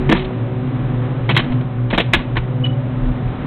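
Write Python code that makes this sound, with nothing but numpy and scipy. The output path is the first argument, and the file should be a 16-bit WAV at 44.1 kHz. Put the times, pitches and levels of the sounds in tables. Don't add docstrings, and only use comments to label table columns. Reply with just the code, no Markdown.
import sys
import numpy as np
from scipy import signal
from scipy.fft import rfft, irfft, next_fast_len
from scipy.io import wavfile
from scipy.ndimage import map_coordinates

SR = 44100
rng = np.random.default_rng(int(sys.argv[2]) if len(sys.argv) > 2 else 0)


def natural_amplitude(level_db):
    exponent = np.asarray(level_db, float) / 20
    return 10 ** exponent


def unload_audio(sound):
    columns = np.transpose(np.atleast_2d(sound))
    steps = np.round(np.clip(columns, -1, 1) * 32767)
    wavfile.write(sys.argv[1], SR, steps.astype(np.int16))


N = 152586

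# start_s, bolt_db, door_db, chatter_s, bolt_tilt_db_per_octave,
# door_tilt_db_per_octave
BLOWS = [(0.091, -20, -12.5, 0.011, -4, -2), (0.111, -17, -12.5, 0.018, -2, -9),
         (0.123, -17, -10, .006, -8, -2), (0.144, -24, -25, 0.023, -5.8, -11.5),
         (0.162, -30, -31.5, 0.032, 3.5, 2.5), (0.195, -35.5, -33, 0.026, 2, -3),
         (0.221, -37.5, -41, 0.0065, 0, 22), (0.244, -34.5, -42, .008, 8, 1.5),
         (1.290, -16.5, -23, 0.011, -4, 2), (1.304, -19.5, -20.5, 0.0077, 0, -1.5),
         (1.347, -25, -38.5, 0.0083, 0, -8), (1.365, -9, -21.5, 0.0028, 0.5, -7.5),
         (1.373, -12.5, -29, 0.002, 2.5, -14), (1.39, -21.5, -25.5, 0.0044, 0, -7.5),
         (1.3928, -15.5, -20, 0.0011, 0, -3), (1.397, -28, -41, 0.006, 8, 1.5),
         (1.437, -39.5, -37.5, .01, 2.5, 0.5), (1.501, -43, -21.5, 0.0039, -2.2, -24.5),
         (1.519, -33, -36.5, 0.004, 0.5, -2), (1.609, -39.5, -41, 0.0035, 0, -3.5),
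         (1.902, -25.5, -42, 0.0098, 1, 6), (1.927, -20.5, -15.5, 0.012, -4.5, 0.5),
         (1.942, -22.5, -22.5, 0.01, -0.5, -4.5), (1.977, -12, -15.5, 0.0058, 0, 2),
         (1.998, -16, -16.5, .008, 0, 6.5), (2.013, -29.5, -37, 0.0047, -0.5, -17),
         (2.128, -32, -40.5, 0.0033, -5, -0.5), (2.1341, -6, -20.5, 0.006, -1, 2.5),
         (2.142, -15.5, -22, .004, 2, 5), (2.161, -28.5, -22.5, 0.0075, 0, -2),
         (2.189, -30, -39, .012, -7, -10.5), (2.355, -28, -36.5, .008, -8.5, -0.5),
         (2.367, -16.5, -22.5, 0.0044, -5, 3.5), (2.649, -35.5, -44.5, .015, 2.5, -3)]
# pitch_hz, width_hz, level_db
BOLT_MODES = [(914, 170, -4), (1190, 98, -4), (1426, 120, -7), (1704, 140, -2), (2084, 470, -4.5),
              (2670, 200, -3.5), (2820, 150, -4.5), (3250, 400, -5.5), (3555, 200, -5.5), (3885, 310, -8)]
# pitch_hz, width_hz, level_db
DOOR_MODES = [(179.2, 23, 0), (240, 35, -1.5), (336.6, 30, 1.5), (466.5, 44, -4.5), (518.5, 76, -8),
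              (694, 50, -7.5)]
# pitch_hz, time_to_fall_60_db_s
ROOM_DECAY = [(200, 0.1), (1000, 0.17), (2500, 0.35), (4000, 0.28)]
# time_s, level_db
SQUEAK_LEVEL = [(2.634, -58), (2.64, -32), (2.647, -19.5), (2.654, -21), (2.657, -35.5), (2.666, -26.5),
                (2.675, -43), (2.695, -40.5), (2.708, -40), (2.714, -57), (2.735, -46.5), (2.745, -62)]
# time_s, lower_tone_db, upper_tone_db
LOW_TONES = [(0.0, -35.5, -58), (0.08, -59, -17), (0.35, -23.5, -47.5), (0.66, -24, -23),
             (1.27, -21, -28.5), (1.35, -15, -14.5), (1.47, -34.5, -43), (1.57, -17, -23.5),
             (1.73, -25.5, -30.5), (1.83, -15.5, -46), (1.86, -17, -40), (1.97, -34, -43.5),
             (2.1, -15.5, -28), (2.21, -59.5, -32), (2.26, -22.5, -33), (2.62, -21, -22), (3.3, -23.5, -30),
             (3.46, -46.5, -32)]
# multiple, level_db
SHAFT_TONES = [(3, -39.5), (4, -31), (5, -43), (6, -35), (8, -44.5), (9, -44), (10, -52), (12, -48)]
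# time_s, change_db
SIXTH_CHANGE = [(0, 9), (.5, 2), (.9, -7.5), (1.5, -4.5), (3.46, -10)]
# pitch_hz, level_db_per_hz
AIR_COLOUR = [(47, -17), (80, -17), (135, -2.5), (191, -13), (252, -7.5), (333, -17), (562, -20.5),
              (834, -24), (1080, -24.5), (4020, -42), (5230, -96.5), (8840, -120)]
# time_s, change_db
AIR_CHANGE = [(0, 1.5), (.4, -3), (.9, -1.5), (1.5, -2), (1.9, -4.5), (2.3, -4.5), (2.8, -4), (3.46, -0.5)]
# time_s, level_db
RUMBLE_LEVEL = [(0.0, -15), (0.03, -32.5), (0.09, -23.5), (0.18, -26.5), (0.41, -37), (1.91, -38),
                (1.96, -22.5), (2.03, -39), (2.19, -20), (2.21, -37), (2.39, -23), (2.5, -39),
                (2.96, -35.5), (3.06, -18.5), (3.16, -31.5), (3.3, -20), (3.31, -28), (3.46, -30)]
# pitch_hz, level_db
RUMBLE_COLOUR = [(8, -29), (20, -20.5), (35, 1.5), (55, -10.5), (85, -6.5), (120, -54)]

CHATTER_DB, CHATTER_PER_S = 3, 900
SWELL_DB = 1
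BOLT_T60_S = 0.056
PUSH_SHARE = 0.5
ROOM_DB = -15.5
SQUEAK_HZ, SIDE_HZ, SIDE_DB = 2955, 450, -20.5
LOWER_HZ, UPPER_HZ, SHAFT_HZ = 119.3, 139.15, 62.7
AIR_DB, AIR_WAVER_DB = -24, 0.7
INPUT_CLIP, OUTPUT_CLIP = 0.92, 0.72
EDGE_HZ, EDGE_DB_PER_KHZ = 3640, 15
TOP_HZ, TOP_DB_PER_KHZ = 4353, 94


def unit(x):
    return x / np.sqrt(np.mean(x ** 2) + 1e-20)


def along(points, hz):
    f, values = np.transpose(points)
    return np.interp(np.log(hz + 1), np.log(f + 1), values)


def curves(rows):
    times, *columns = np.transpose(rows)
    return [np.interp(np.arange(N) / SR, times, column) for column in columns]


def wobble(rate):
    return map_coordinates(rng.standard_normal(400), [np.arange(N) * rate / SR % 390])


def filtered(x, response):
    m = next_fast_len(len(x) + 8192)
    spectrum = rfft(x, m) * response(np.fft.rfftfreq(m, 1 / SR))
    return irfft(spectrum, m)[:len(x)]


def resonances(modes, f):
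    total = 0
    for k, (centre, width, db) in enumerate(modes):
        peak = 1j * f * width / (centre * centre - f * f + 1j * f * width)
        total = total + (-1) ** k * natural_amplitude(db) * peak
    return total


def tone(hz, db, waver_db, rate, drift):
    turns = np.cumsum(hz * (1 + drift * wobble(rate))) / SR
    phase = 2 * np.pi * (turns + rng.random())
    return np.sqrt(2) * natural_amplitude(db + waver_db * wobble(rate)) * np.sin(phase)


def shaken_bolt(tilt_db, drive, envelope):
    def response(f):
        return resonances(BOLT_MODES, f) * natural_amplitude(tilt_db * np.log2((f + 250) / 2000))
    x = envelope * filtered(drive, response)
    return x * np.linalg.norm(envelope) / np.linalg.norm(x)


def door_thump(tilt_db, push):
    def response(f):
        return resonances(DOOR_MODES, f) * natural_amplitude(tilt_db * np.log2((f + 40) / 330))
    x = filtered(push, response)
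    return x / np.sqrt(np.mean(x[:SR // 50] ** 2))


def room(x):
    hz, t, z = signal.stft(rng.standard_normal(SR // 2), SR, nperseg=256)
    fade = natural_amplitude(-60 * t / along(ROOM_DECAY, hz)[:, None])
    tail = signal.istft(z * fade, SR, nperseg=256)[1]
    tail = tail / np.linalg.norm(tail)
    delayed = np.pad(tail, (220, 0))
    return x + natural_amplitude(ROOM_DB) * signal.fftconvolve(x, delayed)[:len(x)]


def bolts():
    out = np.zeros(N + SR)
    t = np.arange(SR // 2) / SR
    for start, bolt_db, door_db, length, bolt_tilt_db, door_tilt_db in BLOWS:
        knots = rng.standard_normal(1000)
        rattle = natural_amplitude(CHATTER_DB * np.interp(t * CHATTER_PER_S, np.arange(len(knots)), knots))
        drive = rattle * rng.standard_normal(len(t))
        rise = 1 - np.exp(-t / 0.0004)
        swell_db = SWELL_DB * np.minimum(t / length, 1)
        after = np.maximum(t - length, 0)
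        envelope = rise * natural_amplitude(swell_db - 60 * after / BOLT_T60_S)
        bolt = shaken_bolt(bolt_tilt_db, drive, envelope)
        push = np.exp(-t / (PUSH_SHARE * length)) * rng.standard_normal(len(t))
        door = door_thump(door_tilt_db, push)
        blow = room(natural_amplitude(bolt_db) * bolt + natural_amplitude(door_db) * door)
        out[round(start * SR):][:len(t)] += blow
    return out[:N]


def squeak():
    before = (SQUEAK_LEVEL[0][0] - 0.002, -120)
    after = (SQUEAK_LEVEL[-1][0] + 0.005, -120)
    db, = curves([before, *SQUEAK_LEVEL, after])
    main = tone(SQUEAK_HZ, db, 2.4, 120, drift=0.0054)
    below = tone(SQUEAK_HZ - SIDE_HZ, db + SIDE_DB, 4.1, 110, drift=0.02)
    above = tone(SQUEAK_HZ + SIDE_HZ, db + SIDE_DB, 4.1, 110, drift=0.02)
    return main + below + above


def machine():
    lower_db, upper_db = curves(LOW_TONES)
    lows = tone(LOWER_HZ, lower_db, 1.5, 18, drift=0.016) + tone(UPPER_HZ, upper_db, 0, 11, drift=0.019)
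    sixth_db, = curves(SIXTH_CHANGE)
    shaft = np.zeros(N)
    for k, db in SHAFT_TONES:
        shaft += tone(k * SHAFT_HZ, db + (k == 6) * sixth_db, 3.67, 7, drift=0.004)
    air = unit(filtered(rng.standard_normal(N), lambda f: natural_amplitude(along(AIR_COLOUR, f))))
    change_db, = curves(AIR_CHANGE)
    air_db = AIR_DB + change_db + AIR_WAVER_DB * wobble(5.5)
    return lows + shaft + natural_amplitude(air_db) * air


def handling():
    deep = filtered(rng.standard_normal(N), lambda f: natural_amplitude(along(RUMBLE_COLOUR, f)))
    lumps = natural_amplitude(0.93 * wobble(3.9)) * deep
    level_db, = curves(RUMBLE_LEVEL)
    return natural_amplitude(level_db) * unit(lumps)


def scene():
    return (bolts() + squeak() + machine() + handling())[None]


def top_cut(x):
    return signal.sosfilt(signal.butter(12, 15850, fs=SR, output="sos"), x)


def record(dry):
    def treble_cut(f):
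        gentle_db = EDGE_DB_PER_KHZ * np.maximum(f - EDGE_HZ, 0) / 1000
        steep_db = TOP_DB_PER_KHZ * np.maximum(f - TOP_HZ, 0) / 1000
        return natural_amplitude(-gentle_db - steep_db)
    overloaded = np.clip(dry[0], -INPUT_CLIP, INPUT_CLIP)
    dulled = filtered(overloaded, treble_cut)
    mix = np.clip(dulled, -OUTPUT_CLIP, OUTPUT_CLIP)[None]
    return top_cut(mix)


dry = scene()
out = record(dry)
unload_audio(out)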